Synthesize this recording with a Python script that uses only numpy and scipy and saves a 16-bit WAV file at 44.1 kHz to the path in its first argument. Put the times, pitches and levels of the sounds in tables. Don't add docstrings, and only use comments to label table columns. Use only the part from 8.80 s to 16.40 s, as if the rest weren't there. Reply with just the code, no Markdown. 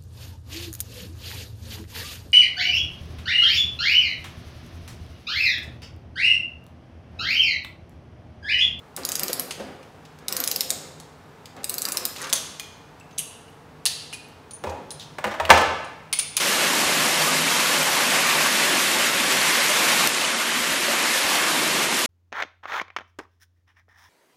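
import sys
import numpy as np
from scipy import signal
from scipy.fft import rfft, irfft
from scipy.io import wavfile
from scipy.ndimage import uniform_filter1d

SR = 44100
rng = np.random.default_rng(int(sys.argv[2]) if len(sys.argv) > 2 else 0)


def to_wav(sig):
    pcm = np.clip(np.atleast_2d(sig), -1, 1) * 32767
    pcm = np.round(pcm).astype(np.int16)
    wavfile.write(sys.argv[1], SR, pcm.T)


def invert_db(x):
    u = np.asarray(x, float) / 20
    return 10 ** u


N = 335160


def along(table, hz):
    rows = np.array(table, float)
    return np.interp(np.log(hz), np.log(rows[:, 0]), rows[:, 1])


def unit(x):
    return x / np.sqrt(np.mean(x ** 2))


def resonate(x, hz, width):
    return signal.lfilter(*signal.iirpeak(hz, hz / width, SR), x)


def walk(rate):
    hold = int(SR / rate)
    steps = np.repeat(rng.standard_normal(N // hold + 1), hold)
    return 0.9 * uniform_filter1d(uniform_filter1d(steps, hold), hold)[:N]


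def add(out, s, x):
    i = int(s * SR)
    out[i:i + len(x)] += x[:N - i]


def even(burst):
    spectrum = rfft(burst)
    return irfft(spectrum / np.abs(spectrum) ** .9)


def causal(gain):
    cepstrum = irfft(np.log(gain))
    half = len(gain) - 1
    cepstrum[1:half] *= 2
    cepstrum[half + 1:] = 0
    return irfft(np.exp(rfft(cepstrum)))[:half]


def ring(modes, chance, spread, scatter_db, size):
    hz, db, t60 = np.array(modes, float).T[:, :, None]
    tune, strike = chance[:, :len(hz), None]
    f = np.fft.rfftfreq(size, 1 / SR) + 1
    hz = hz * (1 + spread * tune)
    width = np.log(1000) / np.pi / t60
    detune = (f ** 2 - hz ** 2) / (f * width)
    power = (invert_db(db + scatter_db * strike) * t60) ** 2 / (1 + detune ** 2) ** 1.5
    body = np.sqrt(power.sum(axis=0))
    return body / np.sqrt(np.sum(body ** 2))


def contacts(count, contact_s, snap, skid_s):
    t = np.arange(2048) / SR
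    after = np.maximum(t - skid_s, 0)
    before = np.maximum(1 - t / max(skid_s, 1 / SR), 0) * (skid_s > 0)
    shape = (1 - np.exp(-t / (0.11 * contact_s))) * np.exp(-after / contact_s - 0.71 * before)
    chatter = even(rng.standard_normal((count, 2048)) * shape)
    chatter *= np.exp(-after / (4 * contact_s) - 0.49 * before)
    chatter[:, int(skid_s * SR)] += snap * np.abs(chatter).max(axis=1)
    return chatter


def strikes(table, groups, contact_s, spread, scatter_db, last_db=0, size=4096, snap=0, skid_s=0):
    out = np.zeros(N)
    chance = rng.standard_normal((len(table), len(groups), 2, 12))
    pushes = contacts(len(table), contact_s, snap, skid_s)
    for (s, db, *group_db), luck, push in zip(table, chance, pushes):
        power = 0
        for modes, share_db, c in zip(groups, [*group_db, last_db], luck):
            power = power + (invert_db(share_db) * ring(modes, c, spread, scatter_db, size)) ** 2
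        blow = signal.fftconvolve(causal(np.sqrt(power)), push)
        add(out, s, invert_db(db) * blow / np.abs(blow).max())
    return out


def shared(table):
    place = np.arange(4) - 1.5
    outer = place ** 2 - np.mean(place ** 2)
    return [(s, db, *(bright_db * place + hollow_db * outer)) for s, db, bright_db, hollow_db in table]


def favoured(rows, contact_s, size):
    out = np.zeros(N)
    for s, db, hz, t60 in rows:
        pair = [(hz, 0, t60), (1.012 * hz, -5, t60)]
        out += strikes([(s, db)], [pair], contact_s, 0, 0, size=size)
    return out


def hum(table, hz, t60):
    out, t = np.zeros(N), np.arange(SR) / SR
    swell = (1 - np.exp(-t / 0.012)) ** 2
    for s, db in table:
        add(out, s, invert_db(db) * np.sin(2 * np.pi * hz * t) * swell * 1000 ** (-t / t60))
    return out


# f/Hz, level/dB per Hz
HUSH = [(15, -56), (25, -17), (92, 1), (153, -7.5), (242, -2.5), (326, -6.5), (363, -10.5), (439, -0.5),
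        (545, -9.5), (591, -7), (887, -5), (1020, -8), (1260, -10), (2350, -18), (16000, -39.5)]
# f/Hz, width/Hz, level/dB
DUCT_NOTES = [(99, 25, -62), (151, 11, -55.5), (280, 18, -64.5), (450, 49, -63.5), (715, 180, -70)]


def ventilation():
    hz = np.maximum(np.fft.rfftfreq(N, 1 / SR), 1)
    hush = unit(irfft(rfft(rng.standard_normal(N)) * invert_db(along(HUSH, hz)), N))
    out = hush * invert_db(-44 - 5.0 + 0.74 * walk(1.7))
    for f, width, db in DUCT_NOTES:
        out += unit(resonate(rng.standard_normal(N), f, width)) * invert_db(db + 2.7 * walk(4.8))
    return out


# f/Hz, t60/s
HALL_FADE = [(100, 1), (500, 0.82), (2000, 0.93), (5000, 0.77), (9000, 0.43), (14000, 0.31)]
# t/s, level/dB
FIRST_ECHOES = [(.004, -8), (.01, -14), (0.02, -30.5)]


def hall():
    t = np.arange(SR + SR // 2) / SR
    tail = np.zeros(len(t))
    for hz in 50 * 2 ** np.arange(0, 8.6, .5):
        band = resonate(rng.standard_normal(len(t)), hz, hz / 1.9)
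        tail += band * 1000 ** (-t / along(HALL_FADE, hz))
    tail *= 1 - np.exp(-t / 0.00043)
    response = invert_db(-5) * tail / np.sqrt(np.sum(tail ** 2))
    for s, db in FIRST_ECHOES:
        patch = even(rng.standard_normal(180) * np.hanning(180)) * np.hanning(180)
        add(response, s, invert_db(db) * patch / np.sqrt(np.sum(patch ** 2)))
    return response


def hall_answer(x):
    turn = 2 * np.pi * 3.7 * np.arange(N) / SR
    out = np.zeros(N)
    for k in range(3):
        part = x * np.sqrt(2 / 3) * np.cos(turn + k * 2 * np.pi / 3)
        out += signal.fftconvolve(part, hall())[:N]
    return out


# t/s, level/dB (peak)
CABINET_BLOWS = [
    (.18, -39.5),
    (.8, -41),
    (5.86, -26),
    (6.45, -37.5),
    (6.61, -26.5),
    (6.707, -17.5),
    (6.86, -26),
]


def cabinet_boom():
    return hum(CABINET_BLOWS, hz=81.8, t60=0.33)


# t/s, level/dB (peak)
BENCH_TOUCHES = [
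    (.79, -30),
    (5.84, -29),
    (6.443, -24),
    (6.705, -21),
]


def bench_thud():
    return hum(BENCH_TOUCHES, hz=212, t60=0.22)


# t/s, level/dB (peak), f/Hz
SLACK_KNOCKS = [(0.175, -33, 482), (0.245, -30, 476), (0.323, -33, 522), (0.362, -31, 476),
                (0.493, -26, 611), (0.609, -31, 622), (0.797, -27, 519), (0.898, -32, 269),
                (0.945, -38, 533), (1.483, -38, 525), (1.542, -31, 466), (1.582, -32, 272),
                (1.648, -34, 614), (1.688, -33, 476), (1.732, -32, 466), (1.763, -30, 519),
                (1.819, -33, 277), (1.913, -32, 611), (2.04, -33, 466), (2.163, -39, 264),
                (2.757, -38, 390), (2.907, -36, 466), (3.034, -33, 398), (3.16, -28, 606),
                (3.239, -34, 522), (3.371, -34, 404)]


def slack_knocks():
    return favoured([(s, db - 8, hz, 0.02) for s, db, hz in SLACK_KNOCKS], 0.008, size=4096)


# f/Hz, width/Hz, level/dB
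VICE_BODY = [(208, 70, -5), (270, 80, -1), (400, 140, -1), (530, 160, 0), (680, 240, -5)]
# f/Hz, width/Hz, level/dB
THREAD_BODY = [(1173, 830, 12.5), (1560, 600, -3), (1917, 1800, 0)]
# t/s, held/s, rumble level/dB,
# scrape over rumble/dB
HAND_PUSHES = [(.17, 0.082, -39.5, 4.5), (.24, 0.22, -44, 5), (.4, 0.23, -42, 2), (.775, 0.13, -41, -2),
               (1.4, 0.012, -43.5, 1), (1.485, 0.12, -41, 6), (1.681, 0.18, -39, -1),
               (1.909, 0.017, -39, -1), (2.01, 0.045, -50.5, 0), (2.765, .02, -40.5, 1.5),
               (2.9, 0.03, -40, 6), (3.03, 0.08, -39, 6), (3.14, .09, -39, 5), (3.375, 0.12, -43, 12),
               (5.86, 0.093, -37, -7.5), (3.525, 0.007, -39.5, 5)]


def coloured(grains, body):
    return unit(sum(invert_db(db) * resonate(resonate(grains, hz, w), hz, w) for hz, w, db in body))


def thread_grind():
    grains = rng.standard_normal(N) * invert_db(3.0 * walk(60) + 2.2 * walk(18))
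    rumble, scrape = coloured(grains, VICE_BODY), coloured(grains, THREAD_BODY)
    out, t = np.zeros(N), np.arange(N) / SR
    lean_db_per_s, let_go_db_per_s, grip_s = 14.5, 113, 0.0041
    for s, held, rumble_db, scrape_db in HAND_PUSHES:
        load_db = lean_db_per_s * np.clip(t - s, 0, held)
        load_db -= let_go_db_per_s * np.maximum(t - s - held, 0)
        push = np.clip((t - s) / grip_s, 0, 1) * invert_db(rumble_db + load_db)
        out += push * (rumble * invert_db(-5.5) + scrape * invert_db(scrape_db - 10.5))
    return out


# t/s, level/dB (peak)
BALL_TINKLES = [(3.972, -71), (4.574, -70), (4.70, -63), (5.04, -71), (5.39, -65), (5.482, -58),
                (5.72, -72), (5.86, -62), (5.905, -59)]
# f/Hz, level/dB, t60/s
BALL_NOTE = [(12780, 0, 0.043)]


def ball_tinkle():
    return strikes(BALL_TINKLES, [BALL_NOTE], contact_s=0.0018, spread=0.0022, scatter_db=1.5, size=16384)


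# t/s, level/dB (peak)
NUT_HITS = [(5.7089, -34), (5.733, -32), (5.748, -31.5), (6.1055, -29.5), (6.114, -34), (6.14, -38),
            (7.0454, -42.5), (7.3277, -13), (7.3886, -9.5)]
# f/Hz, level/dB, t60/s
NUT_NOTES = [(9280, -1, 0.04), (9370, 0, 0.07), (9460, 3, 0.05), (9560, 1, 0.04), (9720, -1, 0.03),
             (9480, 14, 0.005)]


def nut_ring():
    return strikes(NUT_HITS, [NUT_NOTES], contact_s=0.003, spread=0.004, scatter_db=2.5, size=16384, snap=1.5)


# t/s, level/dB (peak), f/Hz, t60/s
SOCKET_TOUCHES = [(.708, -31.5, 4600, 0.0064), (3.8, -35.5, 2424, 0.033), (4.2, -46, 7800, 0.0062),
                  (4.209, -43.5, 2660, .02), (4.327, -49, 6270, .015), (4.384, -12.5, 9800, 0.0017),
                  (4.391, -22, 2850, 0.004), (4.68, -50, 2910, 0.027), (5.062, -10.5, 4250, 0.0035),
                  (5.058, -24, 9700, .003), (5.33, -36, 2470, 0.07), (5.332, -27, 2850, 0.005),
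                  (5.335, -37.5, 10200, 0.051), (5.337, -33, 9500, 0.012), (5.71, -39, 6900, 0.006),
                  (5.735, -38, 6300, 0.004), (5.861, -40, 2520, 0.045), (5.897, -45, 2500, 0.04),
                  (5.845, -28.5, 830, 0.058), (4.395, -31, 3530, 0.006), (4.4, -28, 2900, .005),
                  (6.21, -36, 3300, .005), (6.225, -36, 3900, .005), (6.111, -37, 4100, 0.018),
                  (6.197, -29.5, 3800, 0.0034), (5.868, -28.5, 950, 0.059), (3.41, -35, 1920, 0.02),
                  (3.428, -33, 1423, 0.02), (7.33, -27, 2150, 0.015), (7.329, -25, 3760, .005),
                  (7.335, -27, 3280, .012), (7.34, -29, 2660, .012), (7.395, -25, 2300, .01),
                  (7.398, -28, 3600, .005), (7.568, -19, 6200, 0.008), (7.567, -12.5, 10500, 0.003)]


def socket_touches():
    return favoured(SOCKET_TOUCHES, 0.0025, size=8192)


# f/Hz, level/dB, t60/s
STEEL_NOTES = [
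    [(800, -12, .003), (1300, -9, .003), (2000, -7, .003), (2550, -1, .003), (2950, -1, .003)],
    [(3500, -1, .003), (4100, 0, .003), (4600, -1, .003), (5200, -1, .003)],
    [(5800, -2, .003), (6400, 0, .004), (7000, -1, .003), (7700, -2, .003)],
    [(8500, -2, .003), (9300, 0, .0025), (10200, 0, .0025), (11000, -9, .003)],
    [(11900, -15, .002), (13000, -16, .002), (14200, -17, .002), (15300, -19, .002)],
]
# t/s, level/dB (peak), brightness/dB per group, hollowness/dB
SLIDES = [(.7076, -19, -1.5, 1), (.7194, -31, 4, -7), (1.2508, -38.5, -5, -2.5), (3.3654, -27, -5, -8),
          (3.39, -32, -1, -5), (3.45, -35, -4, -1), (3.469, -26, -2.5, -1), (3.5534, -15, 3, -2.5),
          (1.028, -40.5, -3, 0), (4.3087, -42, -5, -2.7), (4.379, -25, 2, -9), (4.3964, -21.5, 4, 2),
          (4.6798, -48, -5, -1), (5.0724, -17, -10, -10.5), (5.327, -25.5, -1, 4), (5.333, -28, -1.2, -3),
          (5.341, -32, -3, -5), (5.7082, -36.5, -0.5, -3.5), (5.8948, -33, -1.5, -4),
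          (6.113, -28.5, 3.5, 4), (6.195, -34.5, 1.5, -3), (6.205, -32, -6, -10), (6.215, -35, -6, -3),
          (6.226, -32.5, -5, -3), (6.236, -41, -2, -5), (6.777, -17, -4.5, 4), (7.0444, -40, 1, -9),
          (7.3325, -17.5, -6.5, -4), (7.3886, -13.5, 1.5, 1.5), (7.3945, -15, 0, -3), (7.5739, -15, -3, -1)]


def steel_slides():
    return strikes(shared(SLIDES), STEEL_NOTES, contact_s=0.0071, spread=0.04, scatter_db=1.5, last_db=-11.0)


# t/s, level/dB (peak), brightness/dB per group, hollowness/dB
CLINKS = [(1.8955, -22, 8, 7), (7.3277, -11, -2, -2), (1.3878, -37.5, -1.5, -1), (2.2005, -29, 2, -3),
          (2.657, -30.5, -2, -4), (2.766, -38.5, 1, -5), (3.3555, -31, -9, -5), (3.3618, -23.5, -3, 2),
          (3.373, -28.5, -3, -10.5), (3.383, -26.5, -2, 1), (3.4045, -29, 3, -3), (3.411, -30, 2, -2.5),
          (3.4165, -23.5, 6, -1.5), (3.422, -26, 4, -5), (3.428, -25, -3, -7), (3.4445, -29, 0, -1),
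          (3.4945, -26, 2, 3), (3.4995, -20, 1, -8), (3.5278, -2.5, -0.5, -2), (3.5325, -2.5, 5.5, -1.5),
          (3.7972, -17, -2, -1), (2.833, -33, 1, -5), (4.199, -42, 0, -3), (4.3829, -14.5, 2.5, -3.5),
          (4.3917, -11.5, 15, 11), (5.0546, -5.5, 4.5, 0), (5.0598, -7, -2.5, -2), (5.0628, -9.5, 4, 1),
          (5.068, -12, -6, -7.5), (6.106, -26, -4, -12), (6.4694, -27, -3, 5), (6.652, -16, -7, 5),
          (7.5676, -8.5, 1.5, -0.5), (7.571, -14, 2, -3)]


def steel_clinks():
    return strikes(shared(CLINKS), STEEL_NOTES, contact_s=0.0021, spread=0.021, scatter_db=1.5,
                   last_db=-5, snap=1.6)


# t/s, level/dB (peak), f/Hz, t60/s
CASE_RINGS = [(5.842, -33, 760, .03), (5.87, -34, 900, .08), (5.9, -36, 820, .08), (5.95, -37, 880, .08),
              (6.0, -39, 840, .08), (6.47, -24, 560, .03), (6.602, -21, 930, .03), (6.694, -13, 1050, .012),
              (6.706, -8, 926, .04), (6.712, -15, 689, .05), (6.735, -15, 700, .04), (6.78, -19, 950, .03)]


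def case_ring():
    return favoured(CASE_RINGS, 0.004, size=4096)


# f/Hz, level/dB, t60/s
BENCH_NOTES = [
    [(131, -1.5, 0.008), (219, -19.5, 0.1), (304, -3.5, 0.022), (383, 1, 0.028), (521, 7.5, 0.019)],
    [(618, 6.5, 0.012), (641, 7, 0.027), (805, 13.5, 0.0086), (900, 0.5, 0.037), (987, 7, 0.012),
     (1160, 10, 0.0067), (1290, -12, 0.015)],
    [(1457, 8, 0.0022), (1570, -8, 0.0099), (2220, -7.5, 0.0043), (2705, -8, 0.0045)],
    [(3340, -0.5, 0.0015), (4100, -16.5, 0.0026), (5450, -6, 0.0021), (6270, -10.5, 0.0012)],
    [(7750, 15, 0.00082), (9800, -48, 0.0018), (11200, -40, 0.0013), (14400, 3, .0015)],
]
# t/s, level/dB (peak), brightness/dB per group, hollowness/dB
ROLLS = [(.172, -28, -2, -1.5), (.494, -23.5, -2, 4), (.797, -26, -4.5, 1), (1.913, -34, -1, -3),
         (1.999, -50, -1, -7), (3.401, -35, 10, -8), (3.439, -26.5, 9, -3), (5.84, -22, -7.5, -2),
         (5.868, -28.5, -3.5, -0.5), (5.89, -25.5, -13, -5.5), (5.92, -32, -9, -13), (6.445, -13, -5.5, -6),
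         (6.474, -19, -5, -2), (6.51, -24, 1, -5), (6.539, -24.5, -2.5, -7), (6.598, -16, -6, -6),
         (6.714, -12, -5, -1.5), (6.739, -16, -18, 5)]


def bench_rolls():
    return strikes(shared(ROLLS), BENCH_NOTES, contact_s=0.013, spread=0.016, scatter_db=0.0,
                   last_db=-18.5, size=16384)


# t/s, level/dB (peak), brightness/dB per group, hollowness/dB
BLOWS = [
    (3.529, -24, -5, -11),
    (5.838, -20, -4, -0.5),
    (6.384, -20, -3, -5.5),
    (6.441, -10, -1, -8),
    (6.599, -13, 3.5, -9),
    (6.693, -8.5, -4, -4.5),
    (6.702, 6, .5, -5),
    (6.706, 2.5, -1, -7),
    (6.774, -8, -2, -1),
    (6.813, -13, -3, -1),
]


def bench_blows():
    return strikes(shared(BLOWS), BENCH_NOTES, contact_s=0.005, spread=0.0088, scatter_db=0.0,
                   last_db=-12, size=16384)


# t/s, level/dB (peak), lower f/Hz, upper f/Hz
TOOTH_NOTES = [(0.2498, -8, 5030, 12900), (0.2887, -10, 6560, 13700), (0.3177, -12, 7000, 8410),
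               (0.3541, -9, 6430, 11900), (0.3945, -11, 4880, 8540), (0.4324, -8, 4960, 12100),
               (0.4808, -12, 6420, 13300), (0.5297, -7, 6800, 12200), (0.5955, -7, 5050, 11900),
               (1.4815, -9, 4060, 9940), (1.5239, -8, 5210, 12100), (1.5658, -10, 6560, 10000),
               (1.6018, -11, 4960, 12700), (1.6377, -9, 7190, 13400), (1.6751, -7, 4990, 10800),
               (1.7135, -7, 5330, 12500), (1.7604, -6, 5030, 13300), (1.8073, -4, 5000, 13400),
               (1.9031, -6, 5490, 8600), (2.8419, -9, 5010, 8330), (2.8948, -10, 7140, 10300),
               (2.9402, -11, 5420, 13400), (2.9806, -9, 4660, 12400), (3.0185, -8, 7420, 8420),
               (3.052, -8, 4550, 13300), (3.0859, -11, 5010, 8190), (3.1198, -12, 6200, 8420),
               (3.1702, -6, 5070, 8360), (3.252, -7, 4950, 12400)]


def tooth_notes():
    rows = []
    for s, db, lower, upper in TOOTH_NOTES:
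        rows += [(s + 0.0008, db - 9, lower, 0.0035), (s + 0.0008, db - 10, upper, 0.0035)]
    return favoured(rows, 0.0012, size=1024)


# f/Hz, level/dB, t60/s
HEAD_NOTES = [
    [(2880, -4.5, 0.0018), (4040, -3.5, 0.0034), (5005, 1, 0.0022)],
    [(5970, -7.5, 0.0026), (6930, 0, 0.002)],
    [(8200, 0, 0.0021), (9300, -6.5, 0.0019), (10270, -3, 0.0025)],
    [(11300, -4, 0.002), (12400, 0, 0.0022), (13500, -5.5, 0.0023), (14500, -0.5, 0.0012)],
    [(1950, 0, 0.00064)],
]
HEAD_SHARES = [-0.5, -3, -0.5, 0.5]
# t/s, level/dB (peak), brightness/dB per group, hollowness/dB
PAWL_CLICKS = [(.164, -14, 1, -1.5), (.2332, -24, -7, 1), (.25, -7, 1, -2), (.2886, -9.5, 0.5, 0),
               (.3177, -8, -1.5, -1), (.3535, -8, 0, -1.5), (.3945, -8, 1, -1.5), (.4324, -6, 1, 0.5),
               (.4812, -12, -2, -1.5), (.499, -21, 5, 2), (.5302, -5, 1.5, 0), (.5956, -7.5, 1, 0),
               (1.4821, -8.5, -1, 1), (1.5246, -6, 0, 1.5), (1.566, -8.5, -0.5, 0), (1.6016, -8, 2.5, 1),
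               (1.6381, -8, -0.5, 0), (1.675, -5.5, -0.5, -1), (1.7135, -9.5, -1, -0.5),
               (1.76, -7.5, 0, 0.5), (1.807, -6, -0.5, 1.5), (1.9033, -5.5, -0.5, -1),
               (2.8422, -10, -1, -1), (2.8947, -7.5, 1.5, -1), (2.9407, -8.5, 0.5, 0),
               (2.9814, -9, 0.5, 1.5), (3.0186, -7.5, 1.5, -1.5), (3.052, -9.5, -0.5, -1),
               (3.086, -8.5, 1.5, -2), (3.12, -11.5, 0, -2), (3.1703, -5.5, -1, 0.5), (3.252, -7.5, 1, 0.5)]


def pawl_clicks():
    teeth = [(s, db - 0.7, *np.add(group_db, HEAD_SHARES)) for s, db, *group_db in shared(PAWL_CLICKS)]
    return strikes(teeth, HEAD_NOTES, contact_s=0.0015, spread=0.015, scatter_db=2, last_db=-13,
                   snap=1.8, skid_s=0.0014)


def scene():
    near = slack_knocks() + thread_grind() + ball_tinkle() + nut_ring() + socket_touches()
    near += steel_slides() + steel_clinks() + bench_rolls() + bench_blows() + pawl_clicks()
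    beamed = case_ring() + tooth_notes()
    echoes = hall_answer(near + invert_db(-7) * beamed)
    return (ventilation() + echoes + cabinet_boom() + bench_thud() + near + beamed)[None]


def band_limit(x):
    return signal.sosfilt(signal.butter(12, 16480, fs=SR, output="sos"), x)


def record(dry):
    top = signal.ellip(7, .3, 32, 15650, fs=SR, output="sos")
    low = signal.butter(2, 45, "high", fs=SR, output="sos")
    mix = np.clip(signal.sosfilt(np.vstack([top, low]), dry), -.99, .99)
    return band_limit(mix)


dry = scene()
out = record(dry)
to_wav(out)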